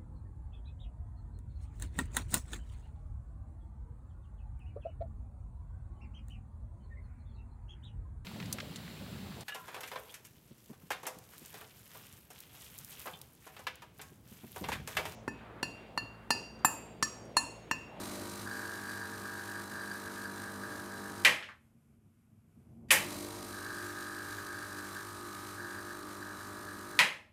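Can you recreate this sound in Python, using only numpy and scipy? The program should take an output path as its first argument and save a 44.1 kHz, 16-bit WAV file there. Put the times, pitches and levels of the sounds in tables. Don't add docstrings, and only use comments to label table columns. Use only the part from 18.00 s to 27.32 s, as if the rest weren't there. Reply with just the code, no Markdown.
import sys
import numpy as np
from scipy import signal
from scipy.fft import rfft, irfft
from scipy.io import wavfile
from scipy.ndimage import uniform_filter1d

SR = 44100
rng = np.random.default_rng(int(sys.argv[2]) if len(sys.argv) > 2 else 0)


def gain_from_db(level_db):
    decades = np.asarray(level_db, float) / 20
    return 10 ** decades


def digitize_waveform(pressure):
    field = np.atleast_2d(pressure).T
    bounded = np.clip(field, -1, 1)
    quanta = np.round(bounded * 32767).astype(np.int16)
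    wavfile.write(sys.argv[1], SR, quanta)


N = 411012
TIME = np.arange(N) / SR
COARSE = TIME[::40]
STROKE_HZ = 49.94

# [from t/s, to t/s]
RUN_SPANS = [
    (0, 3.25),
    (4.906, 8.99),
]
SWITCHED_ON_S = [-.17, 4.906]
STROKE_AT = [.7377, 6.0082]
FULL_AFTER_S, BUILD_S = 0.74, 0.37
START_SHARE = [0.32, .02]

# [first run level/dB, second run level/dB,
# extra at switch-on level/dB, settling t/s, first run creep/(dB/s), second run creep/(dB/s)]
CASING_LEVEL = (-49.5, -49.5, 13, 0.5, 1.3, 0.46)
PISTON_LEVEL = (-48, -50, 0, 2.7, -0.12, -0.09)
WATER_LEVEL = (-50.5, -50, 6.5, 0.25, -0.86, -1.1)

# [multiple of stroke rate, first run level/dB, second run level/dB, filling level/dB]
HUM_ORDERS = [(1, -22.5, -14.5, -13.5), (2, -2, -0.5, -5), (3, -18.5, -25.5, -14.5), (4, 2.1, -3.5, -2.5),
              (5, -3, -8.5, -7.5), (6, -3.5, 2, -0.5), (7, -2, 2.1, 1.5), (8, -6.5, -3, -16.5),
              (9, -3, -9, -7), (10, -17.5, -16.5, -13.5), (11, -10, -12, -12), (12, -8, -5.5, -4.5),
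              (13, -10, -13.5, -22), (14, -11, -16, -21.5), (15, -16.5, -16, -22)]
# [f/Hz, width/Hz, first run level/dB, second run level/dB, filling level/dB]
PISTON_MODES = [(800, 34, -8, -10.5, -10.5), (964, 30, -3, -5.5, -5.5), (1145, 56, -10.5, -12, -11),
                (1200, 130, -9, -4, -11.5), (1262, 41, -8.5, -2, -11), (1570, 40, -19, -16.5, -13),
                (1524, 35, -4.5, -4.5, -16.5), (1685, 75, -5, -4.5, -21.5), (1860, 89, -21, -16.5, -15.5)]
# [t/s after switch-on, f/Hz, boost level/dB]
POCKET = [
    (0.271, 448.5, -5.5),
    (.35, 600, 6.5),
    (0.442, 950, 5),
    (.56, 1200, 0.7),
]
# [f/Hz, level/dB per Hz]
SHUDDER = [(24, -52), (40, -14), (92, 4.5), (150, 1.5), (356, 4.5), (493, -6.5), (601, 1), (733, 0.5),
           (1590, 1.5), (2020, -31), (3000, -29), (3900, -62), (6600, -120)]

# [f/Hz, level/dB per Hz]
HISS = [(1120, -17.5), (1900, -10), (2190, -6), (2810, -10.5), (3680, -9), (3980, -6.5), (5200, -8),
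        (12000, -11), (13900, -13.5), (16000, -22.5)]
# [f/Hz, width/Hz, level/dB]
PIPES = [(3480, 75, -6.5), (3866, 57, -3), (3990, 110, 2.5), (4550, 100, -7.5), (4900, 49, -5.5),
         (5630, 39, -7), (5840, 60, -9.5), (8700, 470, -4), (9420, 300, -5), (12200, 135, -7.5)]

RATTLE_BEATS_DB = [1.6, -3, -1.5, -11, -3]
# [f/Hz, width/Hz, level/dB]
PANEL = [(1610, 51, 0), (1475, 40, 5), (1765, 32, -5), (1887, 56, 2.5), (1260, 61, -4)]
SLIPS = [0, .62, 1.35, 2.151, 2.401, 2.948, 4, 6.099, 6.351, 6.85, 7.651, 8.349]
# [start t/s, length t/s, level/dB]
BOUTS = [(0.468, .33, -43.5), (.84, 0.22, -42), (1.12, 0.025, -45), (1.236, 0.18, -44),
         (1.488, 0.11, -43.5), (1.722, 0.12, -44), (1.893, 0.06, -43), (2.057, .03, -46),
         (2.174, 0.021, -44), (2.233, 0.027, -44), (2.36, 0.13, -47), (2.635, 0.024, -44),
         (2.71, 0.022, -44), (2.786, 0.023, -46), (2.91, .06, -46.5), (3.05, 0.029, -46.5),
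         (5.542, 0.057, -48.5), (5.626, 0.27, -44.5), (5.958, 0.37, -45), (6.386, 0.026, -45),
         (6.483, 0.17, -44.5), (6.706, 0.15, -47), (6.96, .03, -44.5), (7.047, 0.33, -56.5),
         (7.588, 0.2, -45), (7.88, 0.05, -46.5), (8.22, 0.11, -48.5), (8.406, 0.026, -48.5),
         (8.678, 0.037, -47.5), (8.92, 0.038, -48.5)]
CATCH_DB_PER_S, LET_GO_DB_PER_S = 350, 202

# [t/s, level/dB, first crack level/dB, treble tilt/(dB/octave), bass level/dB]
CLACKS = [
    (3.2487, -5, -1, -0.1, 0.3),
    (4.885, -48.5, -20, 4.5, -21),
    (4.906, -6.5, -2, 2.5, 3),
    (8.99, -5.5, 0, -0.7, 0),
]
# [t/s, level/dB]
BOUNCES = [
    (-.0013, -23.5),
    (.0021, -4.5),
    (.005, -10),
    (.013, -8),
]
# [f/Hz, level/dB per Hz]
CLACK = [(88, -43.5), (150, -7), (460, -15.5), (528, -5.5), (752, -13.5), (880, -6), (1470, -7), (1860, 4),
         (2950, -2), (3500, -8.5), (5470, -15.5), (11800, -22.5), (15200, -48), (16500, -34)]
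# [f/Hz, level/dB, t60 t/s]
CASING = [(1113, -5, 0.2), (1725, -7, 0.32), (2950, -2.5, 0.25), (2680, -10, 0.2), (2020, -5, 0.26),
          (2380, -1, 0.19), (2397, 2.5, 0.39), (3350, -18, 0.24), (4231, -18, 0.2), (5800, -9.5, 0.12),
          (7063, -25.5, 0.23), (7826, -28, 0.26)]
# [f/Hz, t60 t/s]
TAIL = [(200, 0.37), (530, 0.47), (1390, 0.38), (3680, 0.36), (9700, 0.33)]
EDGES = 35 * 2 ** np.arange(0, 9, 1 / 3)

# [t/s, peak level/dB, f/Hz, t60 t/s]
DRIPS = [
    (3.426, -34.5, 2450, 0.26),
    (3.487, -40, 1650, 0.23),
    (3.649, -79, 1230, .2),
    (4.913, -14.5, 10300, 0.22),
]
# [t/s, level/dB, brightness between 220 and 820 Hz level/dB]
RUMBLE = [
    [(3.6, -65, -14), (4.4, -63, -20), (4.7, -57, -15), (4.88, -53, -12.5)],
    [(9.2, -64.5, -26), (9.32, -65.5, -22)],
]
# [f/Hz, level/dB per Hz]
ROOM = [(24, -47.5), (40, -19), (59, -16), (97, -3), (194, -13), (214, -8.5), (234, -5), (254, -22),
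        (319, -24.5), (497, -35), (549, -36), (670, -33.5), (1200, -41), (1560, -82.5), (2640, -120)]
# [f/Hz, level/dB per Hz]
AIR = [(590, -33), (1000, -3), (1450, -1), (1790, -8), (2350, -5), (4080, -16), (7690, -11), (12500, -8),
       (16200, -38), (22000, -120)]
AIR_DB = -83


def rms_one(x):
    return x / np.sqrt(np.mean(x ** 2) + 1e-20)


def in_time(rows):
    s, *columns = np.transpose(rows)
    return [np.interp(TIME, s, c) for c in columns]


def at_hz(points, hz):
    table = np.array(points)
    return np.interp(np.log(hz), np.log(table[:, 0]), table[:, 1])


def slow_chance(rate):
    r = np.exp(-80 * np.pi * rate / SR)
    white = rng.standard_normal(len(COARSE) + 2000)
    return rms_one(signal.lfilter([1], [1, -2 * r, r * r], white)[2000:])


def drift(rate):
    return np.interp(TIME, COARSE, slow_chance(rate))


def coloured(spectrum, size=N):
    hz = np.maximum(np.fft.rfftfreq(size, 1 / SR), 1)
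    return rms_one(irfft(rfft(rng.standard_normal(size)) * gain_from_db(at_hz(spectrum, hz)), size))


def band(x, low_hz, high_hz):
    return signal.sosfilt(signal.butter(2, [low_hz, min(high_hz, .45 * SR)], "band", fs=SR, output="sos"), x)


def resonances(x, peaks):
    out = 0
    for k, (hz, width, db) in enumerate(peaks):
        r = np.exp(-np.pi * width / SR)
        b = np.array([1, 0, -1]) * (1 - r * r) / 2
        a = [1, -2 * r * np.cos(2 * np.pi * hz / SR), r * r]
        out = out + (-1) ** k * gain_from_db(db) * signal.lfilter(b, a, x + 1e-18)
    return out


def by_run(values):
    return np.where(TIME < RUN_SPANS[1][0], *values)


def since_on():
    return TIME - by_run(SWITCHED_ON_S)


def settling(first_db, second_db, extra_db, settle_s, first_creep, second_creep):
    t = np.maximum(since_on(), 0)
    steady_db = by_run([first_db, second_db])
    return steady_db + extra_db * np.exp(-t / settle_s) + by_run([first_creep, second_creep]) * t


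def powered(fall_s):
    on = sum((TIME >= start) & (TIME < stop) for start, stop in RUN_SPANS)
    r = np.exp(-1 / (fall_s * SR))
    return signal.lfilter([1 - r], [1, -r], on, zi=[r])[0]


def orders(count):
    hz, width, *levels_db = np.transpose(PISTON_MODES)
    rows = list(HUM_ORDERS)
    for k in range(len(rows) + 1, count + 1):
        near = 1 / (1 + (2 * (k * STROKE_HZ - hz) / width) ** 2)
        rows.append((k, *(10 * np.log10(np.sum(near * gain_from_db(2 * db))) for db in levels_db)))
    return rows


def hum(casing_db, ring_db):
    turns, low, high = 2 * np.pi * STROKE_HZ * TIME, 0, 0
    s, *columns = np.transpose(POCKET)
    pocket_hz, boost_db = (np.interp(since_on()[::40], s, c) for c in columns)
    start_share = np.clip(by_run(START_SHARE), 0, 1)
    pressure = np.clip(1 + (since_on() - FULL_AFTER_S) / BUILD_S, start_share, 1)
    share, first = pressure[::40], COARSE < RUN_SPANS[1][0]
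    for k, first_db, second_db, filling_db in orders(count=40):
        level_db = share * np.where(first, first_db, second_db) + (1 - share) * filling_db
        level_db += boost_db * np.exp(-((k * STROKE_HZ - pocket_hz) / 130) ** 2)
        level = gain_from_db(level_db + 2.02 * slow_chance(5))
        spread = np.pi / 2 * (k % 2) + 4.53 * rng.random()
        phase = spread + (0.44 + (k / 42) ** 3) * slow_chance(8.4)
        line = np.interp(TIME, COARSE, level) * np.cos(k * turns + np.interp(TIME, COARSE, phase))
        if k < 16:
            low = low + line
        else:
            high = high + line
    uneven = coloured(SHUDDER) * gain_from_db(0.51 * drift(4))
    low = rms_one(low) + gain_from_db(-3.5) * rms_one(band(uneven, 30, 1100))
    high = rms_one(high) + gain_from_db(-8 + 4 * pressure) * rms_one(band(uneven, 800, 3000))
    casing = gain_from_db(casing_db - 2.5) * low * powered(0.086)
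    piston = gain_from_db(ring_db - 0.5) * high * powered(0.022)
    return casing + piston


def hiss(level_db):
    stroke = STROKE_HZ * (TIME - by_run(STROKE_AT))
    force = 1 + .35 * drift(15)
    swell_db = 2.15 * np.cos(2 * np.pi * stroke) + 0.91 * np.cos(4 * np.pi * stroke - 1.0)
    swell = gain_from_db(force * swell_db + 0.58 * drift(27))
    same = np.interp(stroke % 1, np.linspace(0, 1, 1766), rng.standard_normal(1766))
    white = rng.standard_normal(N) + .75 * rms_one(same) * gain_from_db(2.0 * drift(6))
    smooth = rms_one(irfft(rfft(white) * gain_from_db(at_hz(HISS, np.fft.rfftfreq(N, 1 / SR) + 1)), N))
    piped = rms_one(resonances(white[::-1], PIPES))
    return gain_from_db(level_db + 0.24) * rms_one(swell * (smooth + gain_from_db(-6.0) * piped))


def bouts():
    start, length, db = np.transpose(BOUTS)[:, :, None]
    catch_db = CATCH_DB_PER_S * np.maximum(start - COARSE, 0)
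    let_go_db = LET_GO_DB_PER_S * np.maximum(COARSE - start - length, 0)
    return np.interp(TIME, COARSE, (db - catch_db - let_go_db).max(axis=0))


def rattle():
    level_db = bouts()
    strokes = (TIME - by_run(STROKE_AT) + .0032) * STROKE_HZ + np.searchsorted(SLIPS, TIME)
    beat = np.floor(strokes * 5 / 2).astype(int)
    at = np.flatnonzero(np.diff(beat))
    chance = rng.standard_normal((len(at), 2))
    late = np.clip(at + np.round(3.87 * chance[:, 0]).astype(int), 0, N - 1)
    beat_db = np.array(RATTLE_BEATS_DB)[beat[at + 1] % len(RATTLE_BEATS_DB)]
    touches = np.zeros(N)
    touches[late] = gain_from_db(beat_db + 2.1 * chance[:, 1])
    touches *= np.sqrt(np.maximum(gain_from_db(2 * level_db) - gain_from_db(2 * -55), 0))
    t = np.arange(-200, 201) / SR
    soft = np.exp(-(t / 0.0016) ** 2) * np.cos(2 * np.pi * 1630 * t)
    hard = np.exp(-(t / 0.0027) ** 2) * np.cos(2 * np.pi * 4700 * t)
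    push = np.convolve(touches, soft, "same")
    tick = np.convolve(touches ** 2, hard, "same")
    ring = push + gain_from_db(-2) * resonances(push + 8 * touches, PANEL)
    return gain_from_db(6.5) * ring + gain_from_db(33.0) * tick


def clack(crack_db, treble_db, bass_db, size):
    t = np.arange(size) / SR - .005
    after = np.maximum(t, 0)
    contact = np.zeros(size)
    for s, db in [(0.00097, 0.0046)] + BOUNCES:
        contact[round((s + .005) * SR)] = gain_from_db(db)
    crack = resonances(contact, [(2270, 700, -0.2), (4200, 1700, -8), (8380, 5000, -17.5)])
    rings = 0
    for hz, db, t60 in CASING:
        level = gain_from_db(db + 5.6 * rng.standard_normal() - 60 * after / t60)
        rings = rings + level * np.sin(2 * np.pi * hz * after * rng.normal(1, 0.041))
    noise, tail = coloured(CLACK, size), 0
    for low, high in zip(EDGES[6:], EDGES[7:]):
        tilt_db = treble_db * max(np.log2(low / 3000), 0) + bass_db * (low < 800)
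        rise = 1 - np.exp(-after * low / 6.2)
        two_slopes = gain_from_db(-60 * after / at_hz(TAIL, low)) + 0.69 * gain_from_db(-60 * after / 0.15)
        tail = tail + gain_from_db(tilt_db) * rise * two_slopes * band(noise, low, high)
    return gain_from_db(crack_db) * crack / abs(crack).max() + gain_from_db(-32.0) * rings + gain_from_db(-7.5) * tail


def clacks():
    out, size = np.zeros(N + SR), SR * 3 // 4
    for s, db, crack_db, treble_db, bass_db in CLACKS:
        start = round((s - .005) * SR)
        out[start:start + size] += gain_from_db(db) * clack(crack_db, treble_db, bass_db, size)
    return out[:N]


def rumble():
    level_db, bright_db = in_time(RUMBLE[0] + RUMBLE[1])
    noise = coloured(ROOM) * gain_from_db(1.5 * drift(12))
    low = gain_from_db(level_db) * (noise + gain_from_db(bright_db + 6) * rms_one(band(noise, 220, 820)))
    return low + gain_from_db(AIR_DB + 4 + 2 * drift(3)) * coloured(AIR)


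def drips():
    out = np.zeros(N)
    for s, peak_db, hz, t60 in DRIPS:
        after = TIME - s
        splash = rng.standard_normal(N) * (after >= 0) * gain_from_db(-60 * np.clip(after, 0, 1) / t60)
        splash = band(splash, hz / 1.65, hz * 1.3)
        out += gain_from_db(peak_db) * splash / abs(splash).max()
    return out


def scene():
    casing_db, ring_db, hiss_db = (settling(*rule) for rule in (CASING_LEVEL, PISTON_LEVEL, WATER_LEVEL))
    pump = hum(casing_db, ring_db) + powered(0.034) * (hiss(hiss_db) + rattle())
    room = (1 - powered(0.088)) * rumble()
    return (pump + clacks() + room + drips())[None]


def band_limit(x):
    return signal.sosfilt(signal.butter(12, 16610, fs=SR, output="sos"), x)


def record(dry):
    upper = signal.sosfilt(signal.butter(2, 500, "high", fs=SR, output="sos"), dry)
    level_db = 10 * np.log10(uniform_filter1d(upper ** 2, size=2048) + 1e-14)
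    cut = gain_from_db(np.clip(0.033 * (level_db + 50), -8, 0))
    top = signal.cheby2(10, 60, 16800, fs=SR, output="sos")
    mix = signal.sosfilt(top, dry + (cut - 1) * upper)
    return band_limit(mix)


dry = scene()
out = record(dry)
digitize_waveform(out)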